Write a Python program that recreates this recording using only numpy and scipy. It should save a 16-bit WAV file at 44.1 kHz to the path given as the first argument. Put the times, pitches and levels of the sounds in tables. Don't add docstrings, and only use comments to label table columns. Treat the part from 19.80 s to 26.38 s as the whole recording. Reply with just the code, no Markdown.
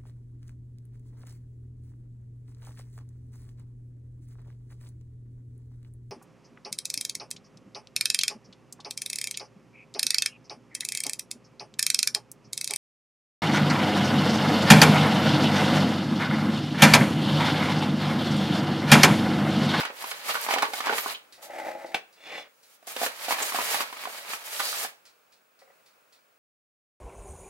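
import sys
import numpy as np
from scipy import signal
from scipy.fft import rfft, irfft
from scipy.io import wavfile
from scipy.ndimage import uniform_filter1d

SR = 44100
rng = np.random.default_rng(int(sys.argv[2]) if len(sys.argv) > 2 else 0)


def pcm_store(signal):
    levels = np.round(np.clip(np.atleast_2d(signal), -1, 1) * 32767)
    wavfile.write(sys.argv[1], SR, levels.astype(np.int16).T)


N = 290178
TIME = np.arange(N) / SR

# (time of full speed [s], swell [s], hold [s],
# hiss level [dB], crumpling relative to the hiss [dB])
STROKES = [(0.0, .02, 0.0053, -38.5, 13.5), (0.22, 0.064, 0.0042, -43, -1.5),
           (0.263, 0.028, 0.051, -43, -3.5), (0.497, 0.058, 0.011, -35, 3), (0.548, 0.051, 0.023, -42.5, 8),
           (0.637, 0.088, 0.011, -38, -22), (0.705, 0.02, 0.03, -37.5, 9.5), (0.962, 0.073, .03, -42.5, 3),
           (1.173, 0.066, 0.018, -34, -2), (1.236, 0.17, 0.087, -42, 2), (1.629, 0.014, .02, -49.5, -8),
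           (2.944, 0.19, 0.0043, -60, -17), (3.071, 0.0027, 0.05, -44, -13.5),
           (3.229, 0.071, 0.027, -35, -0.5), (3.434, 0.066, 0.02, -41, 2), (3.514, 0.045, 0.009, -33, 5.5),
           (3.628, 0.093, 0.0033, -37, 5.5), (3.655, 0.032, 0.049, -38, -6),
           (3.753, 0.051, 0.076, -36.5, 2.5), (3.823, .06, 0.15, -34, -6), (4.011, 0.086, 0.012, -39, 5),
           (4.233, 0.137, 0.0091, -45.5, 4), (4.308, 0.15, 0.081, -47, 1),
           (4.505, 0.066, 0.048, -41.5, -0.5), (4.662, 0.045, 0.044, -44, -13), (4.733, 0.048, .1, -39, -7),
           (4.841, 0.16, 0.205, -36, -9.5)]
# (time of full force [s], swell [s], hold [s], level [dB])
SQUEEZES = [(0.0, .01, 0.042, -32.5), (0.062, 0.033, .015, -36.5), (0.687, 0.045, 0.15, -29.5),
            (1.06, 0.035, 0.066, -27), (3.942, .06, 0.0088, -38), (4.468, .02, 0.025, -40.5),
            (5.005, 0.018, 0.034, -42)]
# (start [s], end [s], hiss level [dB])
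DIPS = [(0.166, 1.325, -51), (3.091, 5.0, -52.5)]
# (time [s], flap level [dB], panel pitch [Hz], crack level [dB])
BUCKLES = [(0.009, -19.5, 1460, -38), (0.0511, -21, 1456, -22), (0.1011, -30, 558, -57),
           (0.2413, -24.5, 1000, -29), (0.313, -31.5, 1100, -22.5), (0.4916, -20, 1200, -25.5),
           (0.5435, -21, 1400, -30.5), (0.5541, -17.5, 1487, -24.5), (0.688, -15.5, 910, -23),
           (0.7088, -19.5, 890, -20.5), (0.7255, -21.5, 1200, -26), (0.7375, -17.5, 650, -15),
           (0.7621, -16.5, 950, -45.5), (0.7725, -21, 760, -36), (0.7841, -19, 830, -19),
           (0.8225, -21.5, 1100, -15), (0.8296, -11, 912, -19.5), (0.9345, -23.5, 794, -22),
           (1.0046, -20, 1160, -22), (1.0595, -24.5, 1300, -20.5), (1.0695, -17.5, 1004, -25),
           (1.0948, -14, 1430, -35), (1.1259, -18, 865, -28), (1.1815, -24.5, 1200, -20.5),
           (1.2607, -19, 1053, -52.5), (3.027, -48, 650, -55), (3.0739, -33, 670, -36),
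           (3.1642, -27.5, 532, -23), (3.2155, -20.5, 680, -28), (3.2315, -19, 700, -27),
           (3.2623, -25, 538, -19.5), (3.4833, -20.5, 717, -29), (3.5078, -16, 936, -23),
           (3.5235, -18.5, 1000, -32), (3.5845, -26.5, 900, -26.5), (3.7213, -25, 1114, -26.5),
           (3.7455, -19.5, 752, -26.5), (3.7586, -22.5, 1100, -26.5), (3.7768, -32.5, 1000, -32.5),
           (3.7875, -15, 975, -35), (3.9437, -19, 823, -20), (4.0052, -18, 1183, -21.5),
           (4.1272, -27.5, 1000, -32), (4.2538, -23.5, 1037, -29.5), (4.2727, -27, 730, -37.5),
           (4.5342, -25.5, 1360, -23.5), (4.7957, -24.5, 1540, -21.5), (4.802, -18, 1170, -21),
           (4.928, -28, 1347, -30), (5.047, -25, 793, -28.5)]
# (time [s], level [dB])
THUDS = [(0.722, -44.5), (0.88, -38), (1.094, -26.5), (1.125, -31.5), (3.222, -41), (3.61, -34)]
# (time [s], level [dB], centre [Hz], length [s])
SQUEAKS = [(0.275, -44, 12000, 0.018), (0.539, -37.5, 12800, 0.005), (0.615, -36, 11500, 0.011),
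           (0.981, -45, 3970, 0.05), (1.208, -38, 13000, 0.06), (1.301, -34.5, 4050, 0.005),
           (1.351, -36.5, 3100, 0.014), (3.629, -28, 7160, 0.012), (3.764, -37, 11900, 0.006),
           (4.871, -38, 4410, 0.13)]
# (time [s], level [dB])
PUSH = [(1.58, -62.5), (1.66, -51), (1.8, -40), (1.89, -42), (2.03, -45.5), (2.15, -51.5)]
# (time [s], level [dB])
NUDGE = [(2.36, -63), (2.51, -37.5), (2.585, -38), (2.68, -59)]
# (time [s], level [dB])
RIM_CONTACT = [(2.37, -68), (2.43, -51.5), (2.52, -46.5), (2.605, -44.5), (2.65, -68)]
# (time [s], level [dB])
CATCHES = [(1.699, -33), (1.819, -35), (1.866, -25.5), (1.885, -28.5), (1.903, -31), (1.952, -30),
           (2.045, -27), (2.578, -36)]
# (time [s], level [dB])
KNOCK = [(2.145, -14.5), (2.1464, -14.5), (2.1476, -10.5)]
# (time [s], level [dB])
PATS = [(5.817, -39), (5.845, -53), (5.875, -45), (5.9, -41.5)]
# (time [s], level [dB])
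TICKS = [(1.524, -51), (2.06, -54.5), (2.326, -61.5), (2.83, -60), (5.253, -55.5), (5.521, -62),
         (5.79, -62.5), (6.061, -62.5), (6.324, -60)]
# (time [s], level [dB])
AIR = [(0, -56.5), (2.3, -64.5), (2.75, -67), (5.2, -65), (5.7, -68.5), (5.95, -64.5), (6.58, -69)]

# (frequency [Hz], width [Hz], level [dB])
BOWL_MODES = [(350, 27, 4.5), (520, 22.5, 10), (655, 60, 6.5), (777, 56, -4), (833, 38, 7),
              (1620, 140, -23), (1930, 220, -12), (2025, 100, -7), (2660, 290, -22.5), (2840, 140, -27),
              (3550, 300, -36)]
# (frequency [Hz], width [Hz], level [dB])
RIM_MODES = [(2190, 130, -3), (2680, 91, 6), (3450, 100, 10), (3920, 110, -2.5), (4900, 100, -5)]
# (frequency [Hz], level [dB])
RUB_COLOUR = [(60, -41), (130, -19), (300, -19.5), (550, 2), (900, -3.5), (1700, -1), (2500, -2),
              (6600, -6), (13000, -6), (15800, -12.5)]
BEND_COLOUR = [(80, -33.5), (240, -8.5), (420, -5.5), (900, 6.5), (1450, -0.5), (2300, 2), (4700, -22.5),
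               (6000, -16.5), (15000, -44.5)]
CRACK_COLOUR = [(200, -28.5), (800, 3.5), (1600, 8), (4400, -1), (6000, -6.5), (15000, -15.5)]
PUSH_COLOUR = [(110, -43.5), (250, -9.5), (440, -7), (580, 5.5), (840, 4.5), (1030, -10.5), (2100, -3.5),
               (3000, -16.5), (15000, -30)]
NUDGE_COLOUR = [(60, -31), (160, -10.5), (540, 7.5), (1400, -3), (2250, 8), (3500, -5), (5200, -13.5),
                (12000, -38.5)]
KNOCK_COLOUR = [(60, -26.5), (250, 5.5), (700, 14.5), (1300, 4.5), (2300, 13.5), (3600, 3.5), (6000, -5),
                (15000, -17)]
TICK_COLOUR = [(800, -7.5), (2000, 1.5), (3000, -1), (4400, 7), (6500, -1.5), (10000, -5), (15000, -15)]
ROOM_COLOUR = [(30, -34), (100, -13), (200, -6), (350, -4), (520, 3), (1000, -2.5), (1380, 0.5), (1950, -6),
               (2500, -3), (3200, -11), (15000, -16)]
# (frequency [Hz], level [dB])
BAG_WIDTH = [(130, -23), (380, -13), (700, -9.5), (1300, 0.5), (4400, 1.5), (8000, -1.5), (13000, -7)]
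BOWL_WIDTH = [(170, -25), (500, -9), (1500, -6.5), (6000, -4), (15000, -3)]
AIR_WIDTH = [(150, -10), (1300, 1), (15000, -5.5)]

SWELL_DB = 13.5
STROKE_RELEASE_DB_PER_S, SQUEEZE_RELEASE_DB_PER_S = 421, 342
CONTACT_SWELL_S, CONTACT_CRUMPLE_DB = 0.031, 3
SCRAPE_PER_CRUMPLE = 0.4
TENSE_S, TENSE_DB = 0.012, -6
WHINE_HZ, WHINE_DB = 15622, -75.5
TOP_HZ = 15850


def hand():
    rub, crumple, squeeze = np.zeros((3, N))
    contact = [(start, CONTACT_SWELL_S, end - start, db, CONTACT_CRUMPLE_DB) for start, end, db in DIPS]
    for s, swell_s, hold_s, db, crumple_db in STROKES + contact:
        stroke = gesture(s, swell_s, hold_s, db, STROKE_RELEASE_DB_PER_S)
        rub = np.maximum(rub, stroke)
        crumple = np.maximum(crumple, stroke * amp(crumple_db))
    for row in SQUEEZES:
        squeeze = np.maximum(squeeze, gesture(*row, SQUEEZE_RELEASE_DB_PER_S))
    held = tension()
    return rub, crumple * held, squeeze * held


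def gesture(s, swell_s, hold_s, db, release_db_per_s):
    early = np.maximum(s - TIME, 0)
    late = np.maximum(TIME - s - hold_s, 0)
    drop_db = SWELL_DB * early / max(swell_s, .002) + release_db_per_s * late
    return amp(db - np.minimum(drop_db, 200))


def tension():
    db = np.zeros(N)
    for s, *_ in BUCKLES:
        sink = TENSE_DB * np.exp(-np.abs(s - TIME) / TENSE_S) * (TIME < s)
        db = np.minimum(db, sink)
    return amp(db)


def paper_rub(rub, crumple, squeeze, fine_db=-3.5, coarse_db=-5.5, squeezed_db=-14):
    fine = through(grains(rate=9000, spread_db=3.0), snap(RUB_COLOUR))
    fine = through(fine, snap([(2500, -13.5), (6500, -2.5)])) * grip(rate=60, depth_db=4.0)
    fine = band_unit(fine, 6000, 15000)
    coarse = through(grains(rate=1500, spread_db=1.0), snap(RUB_COLOUR))
    coarse = through(coarse, snap([(4800, 8.0), (9000, -19)])) * grip(rate=81, depth_db=4.0)
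    coarse = band_unit(coarse, 2500, 5500)
    stroked = amp(coarse_db) * rub * (crumple / rub) ** SCRAPE_PER_CRUMPLE
    scrape = np.hypot(stroked, amp(squeezed_db) * squeeze)
    return amp(fine_db) * rub * fine + scrape * coarse


def paper_bend(force, bend_db=-6.5):
    creases = grains(rate=450, spread_db=4.0) * grip(rate=110, depth_db=7)
    crumple = band_unit(through(creases, snap(BEND_COLOUR)), 300, 2000)
    return crumple * amp(bend_db) * force


def paper_buckles(flap_db=1, decay_cycles=2.71, crack_db=-2, crack_s=0.0054, needle_db=2,
                  hollow_db=-17, hollow_s=0.018):
    out, t = np.zeros(N), TIME[:SR // 16]
    needle = snap(CRACK_COLOUR)
    needle = amp(needle_db) * needle / np.abs(needle).max()
    for s, db, hz, sharp_db in BUCKLES:
        flap = np.sin(2 * np.pi * hz * t) * np.exp(-hz * t / decay_cycles)
        hollow = np.zeros(len(t))
        for f in (420.4, 537, 797, 900, 1155, 1492):
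            hollow += np.sin(2 * np.pi * f * t) * rng.standard_normal() / 2 * min(f / 800, 1)
        hollow *= amp(hollow_db) * np.exp(-t / hollow_s)
        crack = amp(sharp_db + crack_db)
        add(out, s, amp(db + flap_db) * (flap + hollow) + crack * burst(CRACK_COLOUR, crack_s))
        add(out, s, crack * needle)
    return signal.sosfilt(signal.butter(4, 230, "high", fs=SR, output="sos"), out)


def bag_thuds(thud_db=0, fade_s=0.024):
    colour = [(40, -30.5), (90, -51), (260, -7), (480, 1), (800, -3), (2000, -42.0)]
    return amp(thud_db) * through(blows(THUDS), burst(colour, fade_s))


def glove_squeaks(sharpness=3):
    out = np.zeros(N)
    slips = grains(rate=7500, spread_db=0.5)
    for s, db, hz, length in SQUEAKS:
        band = signal.iirpeak(hz, sharpness, SR)
        skid = unit(signal.lfilter(*band, signal.lfilter(*band, slips)))
        out += skid * amp(db) * np.exp(-((TIME - s) / (length / 2)) ** 2)
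    return out


def bowl_slides(push_ring_db=-3, push_grit_db=1.5, nudge_grit_db=-2):
    push_ring = unit(through(grains(rate=400, spread_db=1.5), bowl_ring()))
    lumps = grains(rate=3000, spread_db=2) * grip(rate=70, depth_db=4.5)
    push_grit = unit(through(lumps, snap(PUSH_COLOUR)))
    push = amp(push_ring_db) * push_ring + amp(push_grit_db) * push_grit
    slips = grains(rate=3000, spread_db=3.0)
    rim = np.zeros(N)
    for hz, width, db in RIM_MODES:
        rim += amp(db) * signal.lfilter(*signal.iirpeak(hz, hz / width, SR), slips * grip(rate=31, depth_db=3.5))
    rim = unit(rim) * swell(RIM_CONTACT)
    nudge = amp(nudge_grit_db) * unit(through(slips, snap(NUDGE_COLOUR)))
    catches = through(blows(CATCHES), bowl_ring(tilt_db=0.5))
    return push * swell(PUSH) + nudge * swell(NUDGE) + rim + catches


def bowl_knock(click_db=0, ring_db=-10, rattle_db=-27, rattle_s=0.019):
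    hits = blows(KNOCK)
    click = through(snap(KNOCK_COLOUR), snap([(3000, -1.5), (6500, -4)]))
    out = amp(click_db) * through(hits, click / np.abs(click).max())
    out += amp(ring_db) * through(hits, bowl_ring(tilt_db=21))
    add(out, KNOCK[0][0], amp(rattle_db) * burst(KNOCK_COLOUR, rattle_s))
    return out


def bowl_ring(tilt_db=0):
    t = TIME[:SR // 5]
    ring = np.zeros(len(t))
    for k, (hz, width, db) in enumerate(BOWL_MODES):
        mode = width * np.exp(-np.pi * width * t) * np.sin(2 * np.pi * hz * t)
        ring += amp(db + tilt_db * np.log2(hz)) * mode * (-1) ** k
    ring = signal.sosfilt(signal.butter(2, 260, "high", fs=SR, output="sos"), ring)
    return ring / np.abs(ring).max()


def flour_pats(ring_hz=538, ring_db=-9, puff_db=-15):
    t = TIME[:SR // 16]
    ring = np.sin(2 * np.pi * ring_hz * t) * (1 - np.exp(-t / .002)) * np.exp(-t / .016)
    puff = burst([(100, -43), (500, -0.5), (2200, -4.5), (4500, -41)], fade_s=0.013)
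    return through(blows(PATS), amp(ring_db) * ring + amp(puff_db) * puff)


def ticking(fade_s=0.035, tick_db=2):
    fades = through(blows(TICKS), np.exp(-TIME[:SR // 4] / fade_s))
    return amp(tick_db) * through(fades * rng.standard_normal(N), snap(TICK_COLOUR))


def room_tone():
    mid, side = (unit(through(rng.standard_normal(N), snap(ROOM_COLOUR, size=4096))) for _ in range(2))
    side = irfft(rfft(side) * gains(AIR_WIDTH, N), N)
    whine = amp(WHINE_DB) * unit(np.sin(2 * np.pi * WHINE_HZ * TIME))
    level = amp(np.interp(TIME, *np.transpose(AIR)))
    return np.array([mid + side, mid - side]) * level + whine


def kitchen(x, width, pan_db, near_db, tail_db, lead=1, near_t60=0.092, tail_t60=0.3):
    t = TIME[:SR // 2]
    heard = []
    for _ in range(2):
        near = rng.standard_normal(len(t)) * (rng.random(len(t)) < .1)
        near = near * amp(-60 * t / near_t60) * (t > .001)
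        tail = rng.standard_normal(len(t)) * amp(-60 * t / tail_t60) * (t > .008)
        tail = through(tail / np.linalg.norm(tail), snap([(2500, -1.0), (15000, -9.0)]))
        room = amp(near_db) * near / np.linalg.norm(near) + amp(tail_db) * tail
        heard.append(through(x, room))
    mid = x + heard[0]
    apart = np.std(mid) * (rfft(unit(heard[1])) - 1j * lead * rfft(unit(x))) / np.sqrt(2)
    side = irfft(apart * gains(width, N), N)
    pair = np.array([(mid + side) * amp(pan_db / 2), (mid - side) * amp(-pan_db / 2)])
    return pair / np.sqrt(1 + amp(near_db) ** 2 + amp(tail_db) ** 2)


def grains(rate, spread_db):
    chance, size, sign = rng.random(N), rng.exponential(size=N), rng.choice([-1, 1], N)
    return unit((chance < rate / SR) * sign * amp(spread_db * np.minimum(size, 4)))


def grip(rate, depth_db):
    step = np.cumsum(rng.random(N) < rate / SR)
    return amp(depth_db * uniform_filter1d(rng.uniform(-1.14, 1, N)[step], size=64))


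def burst(colour, fade_s):
    t = TIME[:SR // 16]
    rush = rng.standard_normal(len(t)) * (1 - np.exp(-t / .001)) * np.exp(-t / fade_s)
    return through(rush, snap(colour))


def blows(rows):
    out = np.zeros(N)
    for s, db in rows:
        add(out, s, amp([db]))
    return out


def swell(rows):
    s, db = np.transpose(rows)
    return amp(np.interp(TIME, s, db)) * (TIME >= s[0]) * (TIME <= s[-1])


def snap(points, size=1024):
    cepstrum = irfft(np.log(gains(points, size)))
    cepstrum[1:size // 2] *= 2
    cepstrum[size // 2 + 1:] = 0
    click = irfft(np.exp(rfft(cepstrum)))
    return click / np.linalg.norm(click)


def gains(points, size):
    hz, db = np.transpose(points)
    return amp(np.interp(np.log(np.fft.rfftfreq(size, 1 / SR) + 1), np.log(hz), db))


def through(x, response):
    return signal.fftconvolve(x, response)[:len(x)]


def band_unit(x, lo, hi):
    band = signal.sosfilt(signal.butter(4, [lo, hi], "band", fs=SR, output="sos"), x)
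    return x / np.std(band)


def unit(x):
    return x / np.sqrt(np.mean(x ** 2))


def amp(db):
    return 10 ** (np.asarray(db) / 20)


def add(out, s, x):
    i = max(int(s * SR), 0)
    out[i:i + len(x)] += x[:N - i]


def scene():
    rub, crumple, squeeze = hand()
    force = np.hypot(crumple, squeeze)
    front = paper_rub(rub, crumple, squeeze) + paper_bend(force) + bag_thuds()
    back = paper_rub(rub, crumple, squeeze) + paper_bend(force) + glove_squeaks()
    bag = kitchen(front, BAG_WIDTH, pan_db=-1.5, near_db=-6, tail_db=-14.0, lead=1)
    bag += kitchen(back, BAG_WIDTH, pan_db=-1.5, near_db=-6, tail_db=-14.0, lead=-1)
    bag += kitchen(paper_buckles(), BAG_WIDTH, pan_db=-3.0, near_db=-8, tail_db=-14)
    bowl_and_flour = bowl_slides() + bowl_knock() + flour_pats()
    bowl = kitchen(bowl_and_flour, BOWL_WIDTH, pan_db=1.0, near_db=-8.5, tail_db=-17.5)
    far = kitchen(ticking(), AIR_WIDTH, pan_db=-1.0, near_db=-4.5, tail_db=-15.0)
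    return bag + bowl + far + room_tone()


def record(dry):
    return signal.sosfilt(signal.ellip(10, .2, 70, TOP_HZ, fs=SR, output="sos"), dry)


dry = scene()
out = record(dry)
pcm_store(out)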